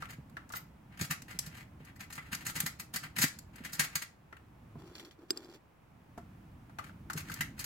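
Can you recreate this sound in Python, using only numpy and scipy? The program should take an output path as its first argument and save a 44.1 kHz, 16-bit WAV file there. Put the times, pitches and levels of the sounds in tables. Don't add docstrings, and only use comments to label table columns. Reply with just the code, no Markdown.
import sys
import numpy as np
from scipy import signal
from scipy.fft import rfft, irfft
from scipy.io import wavfile

SR = 44100
rng = np.random.default_rng(int(sys.argv[2]) if len(sys.argv) > 2 else 0)


def master_out(mix):
    frames = np.transpose(np.atleast_2d(mix))
    ceiling = np.clip(frames, -1, 1)
    pcm = np.round(ceiling * 32767).astype(np.int16)
    wavfile.write(sys.argv[1], SR, pcm)


N = 337365
TIME = np.arange(N) / SR
LAG = np.arange(SR // 2) / SR

# time in seconds, level in dB.
RUMBLE_LEVELS = [(0.0, -54.5), (0.89, -59.5), (1.36, -55), (2.13, -58.5), (2.53, -52.5), (2.75, -58),
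                 (3.86, -56.5), (4.07, -67), (4.81, -55.5), (5.09, -67), (5.75, -68), (6.03, -61),
                 (6.31, -54.5), (6.77, -55.5), (7.31, -50), (7.65, -52.5)]
# time in seconds, level in dB.
BOARD_KNOCKS = [(4.327, -47.5), (4.755, -46), (6.177, -35.5)]
# time in seconds, level in dB.
FRAME_BUMPS = [(0.184, -32), (1.013, -21), (1.349, -39.5), (1.469, -34), (1.803, -36.5), (2.563, -30),
               (2.633, -28), (3.192, -35), (3.238, -22), (3.605, -32.5), (4.755, -33.5), (7.154, -28.5)]
# time in seconds, level in dB.
HOUSING_CLICKS = [(5.3059, -16.5), (5.374, -30.5), (5.446, -50)]
# time in seconds, level in dB, pitch in Hz.
NAIL_TICKS = [(4.9532, -34.5, 4400), (4.9818, -38.5, 4410), (4.997, -35, 3270), (5.0493, -39.5, 4330),
              (5.1102, -44, 3230), (5.4985, -49, 4800)]
# start in seconds, end in seconds, murmur in dB, hiss in dB.
FINGER_RUBS = [(4.788, 5.096, -53, -64.5), (5.189, 5.26, -56, -73), (5.3, 5.574, -51.5, -63.5)]
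# time in seconds, body in dB, crack in dB.
SNAPS = [(0.054, -49, -58), (0.296, -68, -63), (0.491, -64, -54), (1.219, -49, -45.5), (1.389, -39, -28),
         (2.348, -45, -33.5), (2.602, -34, -24.5), (3.28, -61, -41), (3.387, -52, -44), (3.558, -55.5, -51),
         (4.367, -51, -64), (7.132, -46, -40), (7.339, -58, -38)]
# time in seconds, body in dB, crack in dB, pitch in Hz.
RIM_KNOCKS = [(0.022, -34.5, -62, 1310), (0.368, -37.5, -52, 1680), (0.501, -43.5, -55, 1200),
              (0.536, -34, -43, 1360), (4.326, -45, -58, 1890), (6.176, -44.5, -42.5, 705),
              (6.695, -52, -65, 760), (6.786, -32.5, -36, 1280), (6.893, -49.5, -57, 1440),
              (7.099, -32, -29.5, 1430), (7.297, -38.5, -31, 1530)]
# start in seconds, end in seconds, level in dB.
SLIDES = [(0.004, 0.05, -54), (0.086, 0.141, -53.5), (0.903, 0.998, -63), (1.28, 1.367, -53),
          (1.416, 1.636, -59.5), (1.797, 1.916, -61), (2.213, 2.335, -57), (2.381, 2.43, -52),
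          (2.544, 2.628, -43.5), (3.182, 3.234, -35.5), (3.532, 3.96, -58), (3.806, 3.849, -43),
          (7.249, 7.405, -54.5), (7.569, 7.64, -53)]
# time in seconds, body in dB, crack in dB, skid length in seconds (0: none).
CLACKS = [(0.106, -58, -51, 0), (0.522, -53.5, -47, 0), (0.556, -46.5, -45.5, 0.046), (0.974, -50, -58, 0),
          (0.996, -41, -63, 0), (1.012, -37.5, -35.5, 0.059), (1.109, -31.5, -33.5, 0.037),
          (1.31, -47, -52.5, 0.019), (1.463, -53, -47, 0.023), (1.568, -56.5, -58, 0.088),
          (1.849, -64, -58, 0), (1.961, -59, -61.5, 0.013), (2.006, -42.5, -48.5, 0.051),
          (2.103, -45.5, -53.5, 0.0039), (2.128, -49, -46, 0.061), (2.179, -40, -52.5, 0.02),
          (2.329, -37.5, -40.5, 0.04), (2.466, -37.5, -36, 0.052), (2.576, -43, -60, 0),
          (2.662, -35.5, -34, 0.023), (2.798, -42.5, -40, 0.025), (2.939, -38.5, -38, 0.022),
          (2.96, -35.5, -33.5, 0.014), (3.037, -42, -50.5, 0.038), (3.164, -37.5, -41, 0.023),
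          (3.186, -32, -34, 0.00057), (3.239, -28, -28, 0.0091), (3.649, -41.5, -44, 0.028),
          (3.732, -48.5, -39, 0.034), (3.795, -25, -25, 0.018), (3.955, -29.5, -29, 0.0026),
          (4.022, -39.5, -40, 0.025), (6.842, -53.5, -60, 0.075), (7.176, -38.5, -39.5, 0.044),
          (7.317, -42.5, -46, 0.0033), (7.408, -30, -33.5, 0.004), (7.593, -47, -38, 0.026),
          (7.642, -43, -37.5, 0)]

# frequency in Hz, relative level in dB, t60 in seconds.
GRID_MODES = [(1284, -4, .18), (1392, 0, .2), (1638, -1, .15), (1830, -3, .14), (2030, -5, .11),
              (2246, -3, .13), (2406, -4, .1), (2590, -4, .11), (2846, -2, .12), (3125, -3, .1),
              (4110, -6, .12), (4236, -4, .14), (4878, -7, .14)]
# frequency in Hz, width in Hz, relative level in dB.
BOARD_RESONANCES = [(235, 36, -7), (397, 65, -3), (692, 39, -1), (950, 220, -9)]
HOUSING_RESONANCES = [(372, 63, 1.5), (1650, 287, -28.5), (3760, 100, -9), (4940, 137, 4), (6190, 200, -12),
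                      (7470, 53, 6), (11100, 370, -24.5), (12370, 150, -12.5)]
RIM_RESONANCES = [(760, 170, -34), (1080, 96, -17), (1360, 170, 34), (1730, 200, 19), (1980, 230, 15),
                  (3160, 99, -25)]
# frequency in Hz, relative level in dB.
RUMBLE_SPECTRUM = [(20, -22.5), (45, -4.5), (72, 2), (150, 1.5), (220, -3.5), (310, -7.5), (480, -34.5),
                   (1000, -49.5)]
AIR_SPECTRUM = [(200, 3.5), (500, 2), (900, 2.5), (1500, -4), (2500, -8.5), (4000, -18.5), (8000, -23.5),
                (13000, -24), (16000, -20)]
FRAME_SPECTRUM = [(35, -34.5), (75, -16), (115, -9.5), (150, 2), (200, -6.5), (255, -9.5), (360, -22.5),
                  (700, -32.5), (2000, -69.5)]
MURMUR_SPECTRUM = [(120, -26), (250, 2.5), (340, 10), (520, -8.5), (800, -8), (1500, -14), (3000, -47.5)]
HISS_SPECTRUM = [(1000, -6), (3400, 2), (4200, -2), (5100, -1.5), (6400, -7.5), (7400, -3), (9000, -15.5),
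                 (12800, -11.5), (16000, -17)]
BODY_SPECTRUM = [(200, -17.5), (330, -20), (500, -14.5), (680, -9.5), (900, -9), (1400, -0.5), (1750, 2),
                 (2300, 1), (3000, -8), (4000, -15), (6500, -47)]
CRACK_SPECTRUM = [(1500, -41.5), (3000, -10), (4300, 6.5), (5800, 3.5), (7300, 7), (9500, 1.5),
                  (11200, 3.5), (13200, 4), (16000, -5)]
# frequency in Hz, t60 in seconds.
ROOM_DECAYS = [(200, 0.3), (1500, 0.27), (5000, 0.27), (13000, 0.18)]

CONTACT_S = 0.012
CUTOFF_HZ = 16000
CLACK_PITCH_HZ, PITCH_SCATTER = 1720, 0.13
SKID_DB, SKID_LEAD = -7, 0.29
BRIGHT_FROM_DB, BRIGHTENING = -43.5, 0.74
RUB_EDGE_S, RUB_SAG_DB_PER_S = 0.04, -23


def from_db(db):
    return 10 ** (np.asarray(db) / 20)


def unit(response):
    return response / np.sqrt(np.sum(response ** 2, axis=-1, keepdims=True) + 1e-20)


def dying(t60_s):
    return np.exp(-np.log(1000) * LAG / t60_s)


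def at_hz(points, hz):
    table_hz, value = np.transpose(points)
    return np.interp(np.log(hz + 1e-9), np.log(table_hz), value)


def through(sound, response):
    wet = signal.fftconvolve(np.atleast_2d(sound), np.atleast_2d(response), axes=-1)
    return wet[:, :np.shape(sound)[-1]]


def highpass(sound, order, hz):
    return signal.sosfilt(signal.butter(order, hz, "high", fs=SR, output="sos"), sound)


def colour(points, size=4096):
    magnitude = from_db(at_hz(points, np.arange(size // 2 + 1) * SR / size))
    cepstrum = irfft(np.log(magnitude))
    cepstrum[1:size // 2] *= 2
    cepstrum[size // 2 + 1:] = 0
    return unit(irfft(np.exp(rfft(cepstrum))))


def resonances(rows, spread_rad):
    out = 0
    for k, (hz, width_hz, db) in enumerate(rows):
        lead = (-1) ** k
        phase = spread_rad * rng.uniform(0.23, 1) * lead * np.array([[-.5], [.5]])
        decay = np.exp(-np.pi * width_hz * LAG)
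        out = out + from_db(db) * width_hz * decay * np.sin(2 * np.pi * hz * LAG + phase)
    return unit(out)


def room(count=12):
    edges_hz, out = np.geomspace(100, 18000, count), 0
    for low_hz, high_hz in zip(edges_hz, edges_hz[1:]):
        bandpass = signal.butter(2, [low_hz, high_hz], "band", fs=SR, output="sos")
        band = signal.sosfilt(bandpass, rng.standard_normal((2, len(LAG))))
        out = out + band * dying(at_hz(ROOM_DECAYS, np.sqrt(low_hz * high_hz)))
    return unit(out * (1 - dying(0.0074)))


def shell(smear_s, bounce, count=4):
    hz = np.arange(len(LAG) // 2 + 1) * SR / len(LAG)
    response = 1
    for share in rng.dirichlet(np.full(count, 3), 2).T:
        delay_samples = np.round(share[:, None] * smear_s * SR)
        delay = np.exp(-2j * np.pi * hz * delay_samples / SR)
        response = response * (bounce + delay) / (1 + bounce * delay)
    return irfft(response, len(LAG))


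def grid_ring():
    out = 0
    for hz, db, t60_s in GRID_MODES:
        out = out + from_db(db) * dying(t60_s) * np.sin(2 * np.pi * (hz * LAG + rng.random((2, 1))))
    return unit(out)


def contacts(times_s, levels_db, chatter_t60_s, chatter_db, side_db):
    force = np.zeros((2, N + len(LAG)))
    for at_s, db in zip(times_s, levels_db):
        mid, side = rng.standard_normal((2, len(LAG))) * dying(chatter_t60_s)
        chatter = unit(mid + from_db(side_db) * side * [[1], [-1]])
        burst = unit((LAG == 0) + from_db(chatter_db) * chatter)
        start = max(0, round(at_s * SR))
        force[:, start:start + len(LAG)] += from_db(db) * burst
    return force[:, :N] * np.sqrt(CONTACT_S * SR)


def spots(times_s, levels_db, pitches_hz, width_hz):
    out = np.zeros((2, N + len(LAG)))
    for at_s, db, hz in zip(times_s, levels_db, pitches_hz):
        start = max(0, round(at_s * SR))
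        out[:, start:start + len(LAG)] += from_db(db) * resonances([(hz, width_hz, 0)], spread_rad=1.9)
    return out[:, :N] * np.sqrt(CONTACT_S * SR)


def soft_onsets(times_s, levels_db, swell_s):
    swell = np.zeros(N)
    for at_s, db in zip(times_s, levels_db):
        before = slice(max(0, round((at_s - .05) * SR)), round(at_s * SR))
        swell[before] += from_db(db) * np.exp((TIME[before] - at_s) / swell_s)
    return swell * rng.standard_normal(N)


def blows(table, body, body_db, crack_db, chatter_t60_s, chatter_db, onset_db):
    times_s, body_levels_db, crack_levels_db = np.transpose(table)[:3]
    parts = (body_levels_db + body_db, body), (crack_levels_db + crack_db, colour(CRACK_SPECTRUM))
    out = 0
    for levels_db, response in parts:
        force = contacts(times_s, levels_db, chatter_t60_s, chatter_db, side_db=-3.5)
        force = force + soft_onsets(times_s, levels_db + onset_db, swell_s=0.00083)
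        out = out + through(force, response)
    return highpass(out, 1, 500)


def friction(slips_per_s, uneven_db, smooth_db):
    sizes = from_db(uneven_db * np.minimum(rng.exponential(1, N), 4)) * rng.choice([-1, 1], N)
    slips = sizes * (rng.random(N) < slips_per_s / SR)
    return np.sqrt(N) * unit(unit(slips) + from_db(smooth_db) * unit(rng.standard_normal(N)))


def wavering(rate_hz, depth_db):
    knots = rng.standard_normal(N // 100)
    return from_db(depth_db * np.interp(TIME * rate_hz, np.arange(len(knots)), knots))


def held(start_s, end_s, edge_s):
    return np.clip(np.minimum(TIME - start_s, end_s - TIME) / edge_s + .5, 0, 1)


def strokes(edge_s):
    drags = []
    for at_s, body_db, crack_db, length_s in CLACKS:
        if length_s > 0:
            start_s, end_s = at_s - SKID_LEAD * length_s, at_s + (1 - SKID_LEAD) * length_s
            drags.append((start_s, end_s, body_db + SKID_DB, crack_db + SKID_DB))
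    for start_s, end_s, db in SLIDES:
        drags.append((start_s, end_s, db, db + BRIGHTENING * (db - BRIGHT_FROM_DB)))
    body, crack = np.zeros((2, N))
    for start_s, end_s, body_db, crack_db in drags:
        stroke = held(start_s, end_s, edge_s)
        body += from_db(body_db) * stroke
        crack += from_db(crack_db) * stroke
    return body, crack


def steady(spectrum, side_db):
    mid, side = rng.standard_normal((2, N))
    return through(mid + from_db(side_db) * side * [[1], [-1]], colour(spectrum))


def background(rumble_db, air_db, air_follows):
    times_s, levels_db = np.transpose(RUMBLE_LEVELS)
    swing = from_db(np.interp(TIME, times_s, levels_db))
    rumble = from_db(rumble_db) * swing * steady(RUMBLE_SPECTRUM, side_db=-27.5)
    air_gain = from_db(air_db) * (swing / swing.mean()) ** air_follows
    return rumble + air_gain * steady(AIR_SPECTRUM, side_db=-1.5)


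def board_knocks():
    times_s, levels_db = np.transpose(BOARD_KNOCKS)
    force = contacts(times_s, levels_db - 10, chatter_t60_s=0.068, chatter_db=11, side_db=-23)
    return through(force, resonances(BOARD_RESONANCES, spread_rad=0.46))


def frame_thuds(bump_db, clack_db, drag_db):
    times_s, levels_db = np.transpose(FRAME_BUMPS)
    force = contacts(times_s, levels_db + bump_db, chatter_t60_s=0.066, chatter_db=26.5, side_db=-21.0)
    times_s, body_db, _, _ = np.transpose(CLACKS)
    force = force + contacts(times_s, body_db + clack_db, chatter_t60_s=0.045, chatter_db=3.5, side_db=-16.5)
    drag, _ = strokes(edge_s=0.018)
    force = force + from_db(drag_db) * drag * rng.standard_normal(N)
    return through(force, colour(FRAME_SPECTRUM))


def rubbing():
    murmur, hiss = np.zeros((2, N))
    for start_s, end_s, murmur_db, hiss_db in FINGER_RUBS:
        sag = from_db(RUB_SAG_DB_PER_S * np.maximum(TIME - start_s, 0))
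        stroke = held(start_s, end_s, RUB_EDGE_S) * sag
        murmur += from_db(murmur_db) * stroke
        hiss += from_db(hiss_db) * stroke
    return murmur, hiss * wavering(rate_hz=40, depth_db=4.5)


def housing(click_db, tick_db, pitched_db, murmur_db, hiss_db, case_db):
    case = highpass(resonances(HOUSING_RESONANCES, spread_rad=2.2), 2, 280)
    times_s, levels_db = np.transpose(HOUSING_CLICKS)
    click_force = contacts(times_s, levels_db + click_db, chatter_t60_s=.012, chatter_db=-3, side_db=-8)
    clicks = through(click_force, case)
    times_s, levels_db, pitches_hz = np.transpose(NAIL_TICKS)
    ticks = contacts(times_s, levels_db + tick_db, chatter_t60_s=0.11, chatter_db=7, side_db=-31)
    pitched = spots(times_s, levels_db + pitched_db, pitches_hz, width_hz=270)
    murmur, hiss = rubbing()
    rub = friction(slips_per_s=410, uneven_db=3.0, smooth_db=-3.0)
    skin = through(ticks + from_db(hiss_db) * rub * hiss, colour(HISS_SPECTRUM))
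    skin = through(skin, shell(smear_s=0.0013, bounce=0.62))
    pressing = TIME > HOUSING_CLICKS[0][0]
    pressed = from_db(case_db) * through(rub * hiss * pressing, case)
    low_rub = from_db(murmur_db) * through(rub * murmur, colour(MURMUR_SPECTRUM))
    return clicks + pitched + skin + pressed + low_rub


def squeak(at_s, spread_s, hz, width_hz, level_db):
    pressure = np.exp(-((TIME - at_s) / spread_s) ** 2)
    slips = friction(slips_per_s=760, uneven_db=2, smooth_db=-7)
    return from_db(level_db) * through(pressure * slips, resonances([(hz, width_hz, 0)], spread_rad=1.5))


def snaps():
    return blows(SNAPS, colour(BODY_SPECTRUM), body_db=-2.5, crack_db=-3,
                 chatter_t60_s=0.0099, chatter_db=6.0, onset_db=-12.5)


def rim_knocks(spot_db):
    times_s, body_db, _, pitches_hz = np.transpose(RIM_KNOCKS)
    hits = blows(RIM_KNOCKS, resonances(RIM_RESONANCES, spread_rad=1.6), body_db=-5.5, crack_db=-17.5,
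                 chatter_t60_s=0.049, chatter_db=10, onset_db=-30)
    return hits + spots(times_s, body_db + spot_db, pitches_hz, width_hz=204)


def disc_scrapes():
    body, crack = strokes(edge_s=0.01)
    slips = friction(slips_per_s=520, uneven_db=4.5, smooth_db=-9.0) * wavering(rate_hz=110, depth_db=3)
    return through(slips * body, colour(BODY_SPECTRUM)) + through(slips * crack, colour(CRACK_SPECTRUM))


def disc_clacks(spot_db):
    times_s, body_db, _, _ = np.transpose(CLACKS)
    pitches_hz = CLACK_PITCH_HZ * np.exp(PITCH_SCATTER * rng.standard_normal(len(times_s)))
    hits = blows(CLACKS, colour(BODY_SPECTRUM), body_db=-2.0, crack_db=-0.5,
                 chatter_t60_s=0.016, chatter_db=3.5, onset_db=-4.5)
    return hits + spots(times_s, body_db + spot_db, pitches_hz, width_hz=190)


def scene():
    lows = frame_thuds(bump_db=-8.5, clack_db=-11, drag_db=-8.0)
    lows = lows + background(rumble_db=1.5, air_db=-65.5, air_follows=0.25)
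    fingers = housing(click_db=-10.0, tick_db=-15.0, pitched_db=-19.5, murmur_db=-0.5, hiss_db=3.5, case_db=-8.5)
    snapping = snaps()
    knocks = rim_knocks(spot_db=-5.5)
    drags = disc_scrapes() + squeak(at_s=.567, spread_s=0.0071, hz=13400, width_hz=480, level_db=-38.5)
    on_grid = disc_clacks(spot_db=-11) + drags
    near = through(on_grid, shell(smear_s=.004, bounce=0.78))
    near = near + through(knocks + snapping, shell(smear_s=.003, bounce=0.61))
    ringing = through(on_grid + from_db(-20) * knocks, grid_ring())
    echoes = through(on_grid + from_db(-0.5) * knocks + from_db(-3.0) * snapping, room())
    discs = from_db(-1.5) * near + from_db(-19) * ringing + from_db(-8.5) * echoes
    return discs * from_db([[.8], [-.8]]) + board_knocks() + lows * from_db([[-.5], [.5]]) + fingers


def record(dry):
    return signal.sosfilt(signal.ellip(10, .2, 70, CUTOFF_HZ, fs=SR, output="sos"), dry)


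dry = scene()
out = record(dry)
master_out(out)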